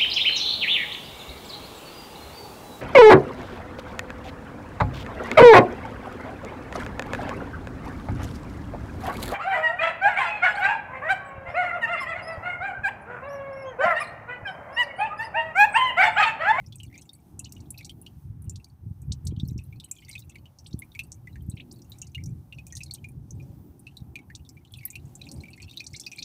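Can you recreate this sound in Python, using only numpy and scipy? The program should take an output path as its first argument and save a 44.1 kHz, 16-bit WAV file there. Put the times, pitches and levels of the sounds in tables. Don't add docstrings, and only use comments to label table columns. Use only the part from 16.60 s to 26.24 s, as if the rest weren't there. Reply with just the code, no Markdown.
import sys
import numpy as np
from scipy import signal
from scipy.fft import rfft, irfft
from scipy.io import wavfile
from scipy.ndimage import uniform_filter1d

SR = 44100
rng = np.random.default_rng(int(sys.argv[2]) if len(sys.argv) > 2 else 0)


def wrap_up_sound(samples):
    columns = np.atleast_2d(samples).T
    tamed = np.clip(columns, -1, 1)
    steps = np.round(tamed * 32767).astype(np.int16)
    wavfile.write(sys.argv[1], SR, steps)


N = 425124
TOP_HZ = 15500


def undb(db):
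    return 10 ** (np.asarray(db) / 20)


def unit(x):
    return x / np.sqrt(np.mean(x ** 2))


def curve(rows):
    return np.interp(np.arange(N) / SR, *np.transpose(rows))


def colour(x, points):
    point_hz, point_db = np.transpose(points)
    hz = np.maximum(np.fft.rfftfreq(len(x), 1 / SR), 1)
    gain_db = np.interp(np.log(hz), np.log(point_hz), point_db)
    return irfft(rfft(x) * undb(gain_db), len(x))


def walk(rate):
    hold = int(SR / rate)
    steps = np.repeat(rng.standard_normal(N // hold + 1), hold)
    smooth = uniform_filter1d(uniform_filter1d(steps, hold), hold)
    return unit(smooth[:N])


def add(out, s, grain):
    i = int(s * SR)
    out[i:i + len(grain)] += grain[:max(len(out) - i, 0)]


def fade(t, t60):
    return np.exp(-np.log(1000) * t / t60)


def echo(t, db, t60, first_s):
    tail = rng.standard_normal(len(t)) ** 3 * fade(t, t60) * (t > first_s)
    return undb(db) * tail / np.linalg.norm(tail)


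# peak_s, peak_db, fall_s
GUST_PEAKS = [(0, -44, 0.19), (1.1, -45.5, 0.18), (1.8, -40.5, 0.12), (2.271, -40, 0.059),
              (2.47, -33.5, 0.08), (2.84, -34, 0.19), (4.15, -39, 0.044), (4.4, -45.5, 0.13),
              (4.89, -43, 0.22), (5.67, -33, 0.094), (6.4, -40.5, 0.52), (8.3, -50, 0.68)]
CALM_DB, RISE_SHARE = -50, 0.85


def gusting():
    t = np.arange(N) / SR
    power = undb(CALM_DB) ** 2
    for s, db, fall_s in GUST_PEAKS:
        width_s = fall_s * np.where(t < s, RISE_SHARE, 1)
        power = power + undb(db) ** 2 * np.exp(-((t - s) / width_s) ** 2)
    return np.sqrt(power)


# pitch_hz, level_db (per Hz)
RUMBLE_SHAPE = [(25, -24), (75, 3.5), (135, 3), (200, -11.5), (350, -24.5), (600, -45.5), (1300, -110)]


def rumble():
    flicker = undb(4.07 * walk(25))
    noise = colour(rng.standard_normal(N) * flicker, RUMBLE_SHAPE)
    return unit(noise) * gusting()


# pitch_hz, level_db (per Hz)
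YARD_SHAPE = [(90, -34.5), (150, -14), (310, -15), (545, -37), (790, -27.5), (1060, -33.5), (2000, -46.5),
              (4500, -52.5), (6300, -48.5), (7200, -59), (8200, -48.5), (9500, -48.5), (14800, -42)]
# time_s, level_db (relative)
TRAFFIC_SWELL = [(0, -3.5), (1, 8), (2, -5), (4.6, 2.5), (5.1, 7), (6, 4), (8.2, 4.5), (8.7, 10), (9.0, 6),
                 (9.64, 9.5)]


def yard():
    air = unit(colour(rng.standard_normal(N), YARD_SHAPE))
    below = []
    for hz in np.geomspace(600, 14000, num=16):
        lowpass = signal.butter(2, hz, fs=SR, output="sos")
        below.append(signal.sosfiltfilt(lowpass, air))
    below.append(air)
    traffic = below[0] * undb(curve(TRAFFIC_SWELL) + 3.8 * walk(8))
    patches = np.zeros(N)
    for low, high in zip(below, below[1:]):
        patches += (high - low) * undb(4.5 * walk(12))
    shared_flicker = undb(0.74 * walk(4.4))
    return undb(-62.0) * (traffic + patches * shared_flicker)


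# pitch_hz, level_db
HUM_BANDS = [(350, -79.5), (560, -79.5), (780, -83)]


def hum():
    bands = np.zeros(N)
    for hz, db in HUM_BANDS:
        peak = [(hz / 1.67, -30), (hz, 0), (hz * 1.43, -30)]
        noise = unit(colour(rng.standard_normal(N), peak))
        bands += undb(db + 4.3 * walk(7)) * noise
    return bands * undb(curve(TRAFFIC_SWELL))


CLOSE_S = 0.0049


def drop(db, hz, glide):
    t = np.arange(2048) / SR
    drift = t * 3 * (rng.random() - .6)
    pitch = np.minimum(hz * 2 ** (glide * t / CLOSE_S + drift), TOP_HZ)
    pitch = pitch * (1 + 0.17 * uniform_filter1d(rng.standard_normal(len(t)), size=60))
    t60 = min(.03 * (hz / 2500) ** -2.2 + .003, .036)
    burst = np.exp(-(t * np.sqrt(glide) / 0.0059) ** 5)
    onset = 1 - np.exp(-t / 0.00032)
    ring = np.sin(2 * np.pi * np.cumsum(pitch) / SR)
    bubble = ring * fade(t, t60 * (1 + 5 * glide)) * burst * onset
    edge = min(1.07 * hz, 0.55 * hz + 1300)
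    bright_db = 5 * rng.standard_normal()
    tick_shape = [(0.82 * edge, -60), (edge, -19), (hz, 0),
                  (1.8 * hz, -16 + bright_db), (7 * hz, -24 + bright_db)]
    tick = unit(colour(rng.standard_normal(len(t)), tick_shape))
    tick_db = -6 - 11 * glide + 7 * min(np.log2(hz / 5000), 0)
    splash = undb(tick_db) * tick * fade(t, 0.012) * (1 - np.exp(-t / 0.00013))
    direct = bubble + splash
    surfaces = echo(t, 0.85, 0.044, 0.00083)
    echoed = irfft(rfft(direct, n=4096) * rfft(surfaces, n=4096))[:len(t)]
    return undb(db) * (direct + echoed)


# start_s, level_db, pitch_hz
PING_DROPS = [(.01, -57, 2090), (.063, -47, 5170), (0.124, -38.5, 3450), (0.157, -37.5, 8600),
              (.201, -35.5, 2890), (.233, -39, 7840), (0.232, -42.5, 2790), (.3, -54, 2020),
              (.327, -42.5, 2070), (0.34, -44, 2310), (0.355, -36.5, 2105), (.37, -46, 2290),
              (0.378, -37, 6480), (0.412, -47, 7740), (0.418, -47, 5340), (.492, -38.5, 3660),
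              (0.532, -42, 9550), (.55, -47, 8700), (.793, -26.5, 7570), (0.799, -43, 2610),
              (.857, -36, 2910), (0.924, -44, 12300), (.965, -46.5, 2860), (1.105, -26, 8960),
              (1.143, -46, 2530), (1.181, -39, 12200), (1.189, -38.5, 2510), (1.209, -35, 2277),
              (1.261, -43, 5700), (1.295, -32, 3180), (1.415, -37, 10200), (1.464, -34.5, 2930),
              (1.821, -44.5, 9640), (1.843, -48.5, 9300), (1.896, -31, 6950), (2.044, -40.5, 4620),
              (2.418, -44, 7960), (2.652, -40, 8900), (2.764, -48, 3160), (2.799, -34, 3545),
              (2.852, -50, 4120), (2.877, -35, 12900), (2.885, -41.5, 5550), (2.979, -41.5, 5470),
              (2.989, -41, 2540), (3.038, -43.5, 10400), (3.126, -45, 2280), (3.2, -34.5, 3720),
              (3.238, -44.5, 3000), (3.244, -37, 8400), (3.313, -24.5, 7450), (3.313, -46, 2350),
              (3.353, -46, 7000), (3.364, -46, 3220), (3.385, -44, 3090), (3.422, -43, 2160),
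              (3.449, -46, 4580), (3.485, -37, 2080), (3.493, -35.5, 8960), (3.497, -38.5, 2240),
              (3.513, -38, 4770), (3.529, -41.5, 3940), (3.553, -30, 2533), (3.579, -40.5, 3630),
              (3.587, -40, 11800), (3.698, -47.5, 2630), (3.756, -35, 2220), (3.856, -42.5, 2880),
              (3.987, -37, 5390), (4.07, -43.5, 8240), (4.191, -28.5, 10660), (4.22, -34, 2115),
              (4.318, -48.5, 3590), (4.35, -33.5, 2210), (4.392, -20.5, 2584), (4.435, -39, 9400),
              (4.519, -35, 6400), (4.544, -50, 6730), (4.672, -34.5, 2030), (4.757, -35, 1780),
              (4.822, -45, 12500), (4.898, -32, 8260), (4.915, -46.5, 3840), (5.125, -41.5, 8800),
              (5.16, -51.5, 4400), (5.219, -45, 5660), (5.298, -40, 12700), (5.319, -37.5, 3900),
              (5.417, -32.5, 6370), (5.423, -40.5, 2750), (5.548, -29, 2837), (5.579, -37.5, 2060),
              (5.638, -41.5, 5600), (5.659, -37.5, 5980), (5.925, -33.5, 2624), (5.985, -40, 2525),
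              (6.068, -50, 2460), (6.125, -36.5, 1820), (6.124, -37, 6120), (6.153, -30, 6340),
              (6.169, -32, 9100), (6.206, -33.5, 2443), (6.262, -44.5, 4200), (6.31, -30.5, 4270),
              (6.338, -23.5, 8420), (6.443, -34.5, 2330), (6.487, -42.5, 9500), (6.707, -41, 6350),
              (6.799, -47, 2390), (7.194, -43, 9650), (7.268, -36, 2570), (7.369, -35, 3850),
              (7.556, -26.5, 2360), (7.589, -39.5, 2250), (7.701, -31.5, 1778), (7.85, -49.5, 3640),
              (7.891, -38, 5020), (7.969, -47, 2320), (8.05, -45.5, 2980), (8.121, -41.5, 9700),
              (8.138, -34, 3420), (8.157, -47, 2670), (8.172, -42, 9600), (8.185, -43, 2550),
              (8.209, -43.5, 2230), (8.231, -38.5, 2145), (8.253, -18, 12930), (8.255, -40.5, 1950),
              (8.282, -47, 2250), (8.303, -29.5, 7270), (8.304, -54, 2480), (8.319, -42, 13500),
              (8.33, -45, 2330), (8.355, -27, 2663), (8.454, -52, 6700), (8.553, -33, 7250),
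              (8.616, -38.5, 3940), (8.613, -43.5, 2480), (8.656, -51, 7500), (8.668, -39, 2530),
              (8.689, -40.5, 4440), (8.738, -46, 9000), (8.777, -53.5, 4800), (8.805, -43.5, 4230),
              (8.811, -50.5, 8200), (8.836, -38, 2290), (8.855, -43, 2310), (8.883, -42, 2300),
              (8.904, -47, 8450), (8.932, -43, 4380), (8.933, -43, 2580), (8.977, -37.5, 2015),
              (9.001, -38.5, 2360), (9.027, -38.5, 4340), (9.029, -39.5, 2630), (9.081, -42.5, 2610),
              (9.095, -41.5, 3580), (9.111, -39.5, 3760), (9.14, -48, 3070), (9.168, -39, 14000),
              (9.173, -29, 3810), (9.204, -28, 2435), (9.242, -38.5, 5750), (9.303, -53, 4400),
              (9.333, -41, 5300), (9.34, -33, 2160), (9.411, -35, 5300), (9.436, -38, 3470),
              (9.466, -33.5, 2480), (9.516, -38.5, 5800), (9.517, -35.5, 2500), (9.53, -35.5, 2410),
              (9.561, -43, 8100), (9.583, -32.5, 2320), (9.621, -41, 2490)]
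# start_s, level_db, starting pitch_hz, glide (octaves per CLOSE_S)
CHIRP_DROPS = [(0.844, -41, 3640, 0.86), (.922, -41, 3900, 3.7), (1.003, -54.5, 3660, 1.6),
               (1.176, -43, 3730, 0.46), (1.246, -40.5, 3580, 1.9), (1.957, -44.5, 2650, 2.4),
               (2.519, -32, 3150, 1.5), (2.669, -34.5, 3330, 2.4), (3.593, -39, 4040, 10.6),
               (3.695, -48.5, 5930, 0.89), (4.061, -43, 2590, 0.78), (4.128, -47, 3490, 0.65),
               (4.97, -42, 2030, 0.52), (4.998, -36.5, 2055, 0.46), (5.112, -46, 4060, 0.66),
               (5.385, -50, 5270, 1.9), (5.468, -50.5, 4400, 1), (6.067, -43, 4280, 3.8),
               (6.167, -39, 3290, 1.16), (6.174, -48, 4440, 0.42), (6.233, -37, 4100, 1.9),
               (6.346, -42.5, 2970, 1.34), (7.75, -38, 2900, 1.97), (8.637, -55, 2950, 0.41),
               (8.714, -40.5, 3700, 2.4), (9.019, -48.5, 4660, 1.6), (9.196, -36.5, 3550, .5),
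               (9.347, -37.5, 3500, .25), (9.265, -36.5, 3920, 0.96), (9.361, -38, 4200, 0.91),
               (9.397, -35.5, 3980, 1.7), (9.464, -31.5, 4340, 0.27), (9.571, -49, 3200, .8),
               (9.589, -30, 4060, 0.14), (9.624, -31.5, 3380, 0.77)]
# pitch_hz, level_db
GAP_SHAPE = [(1800, -8), (2550, -1), (3200, -3), (3750, 1), (4500, 3), (5050, -2), (5600, 4), (7100, 2),
             (8400, 5), (9500, 0)]
TRAIL_S, TRAIL_DB, TRAIL_RANGE_DB, TRAIL_OCTAVES = .055, -52.5, 14.5, 1.38
GURGLE_HZ, GURGLE_DB = 2052, -59


def patter():
    out = np.zeros(N)
    drops = np.array([tuple(row) + (0,) for row in PING_DROPS] + list(CHIRP_DROPS))
    for s, db, hz, glide in drops:
        extra_glide = 0.012 + 0.048 * rng.random() ** 2
        add(out, s, drop(db, hz, glide + extra_glide))
        crowd = np.sum(abs(drops[:, 0] - s) < .12)
        chance = rng.random(size=(3, 3))
        for delay, size, pitch in chance[1:]:
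            trail_db = TRAIL_DB + 0.52 * crowd + 0.17 * (db + 27.0) - TRAIL_RANGE_DB * size
            trail_hz = min(hz * 2 ** (TRAIL_OCTAVES * pitch ** 2 - .1), 12000)
            add(out, s + .006 + TRAIL_S * delay, drop(trail_db, trail_hz, 0.046))
        delay, size, pitch = chance[0]
        gurgle_db = GURGLE_DB + 1.35 * (min(crowd, 9) - 6) - 14 * size
        gurgle_hz = GURGLE_HZ * 2 ** (.45 * pitch)
        add(out, s + 0.011 + 0.034 * delay, drop(gurgle_db, gurgle_hz, 0.02))
    highpass = signal.butter(4, 1600, "highpass", fs=SR, output="sos")
    out = signal.sosfilt(highpass, colour(out, GAP_SHAPE))
    garage = echo(np.arange(SR // 2) / SR, -19.5, 0.064, 0.0055)
    return out + signal.fftconvolve(out, garage)[:N]


# start_s, peak_db, length_ms
EDDY_THUMPS = [(2.256, -23.5, 15.8), (2.303, -19, 17.4), (2.5, -17.5, 17.4), (2.657, -16.5, 17.4),
               (2.72, -20, 8.9), (2.769, -16, 15.3), (2.79, -24, 14), (2.827, -10.5, 13.8),
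               (2.912, -19, 13), (2.955, -18.5, 12.2), (4.138, -15.5, 11), (4.881, -16.5, 15),
               (4.932, -20, 16.5), (5.656, -24, 13.7), (7.412, -22.5, 16.6)]


def thumps():
    pulses = np.zeros(N)
    for s, db, ms in EDDY_THUMPS:
        add(pulses, s, undb(db) * np.hanning(int(ms * SR / 1000)) ** 7)
    bass_cut = signal.butter(3, 85., "highpass", fs=SR, output="sos")
    return signal.sosfilt(bass_cut, pulses)


def scene():
    breeze = rumble() + thumps()
    return (patter() + breeze + yard() + hum())[None]


def record(dry):
    return signal.sosfilt(signal.ellip(10, .2, 75, TOP_HZ, fs=SR, output="sos"), dry)


dry = scene()
out = record(dry)
wrap_up_sound(out)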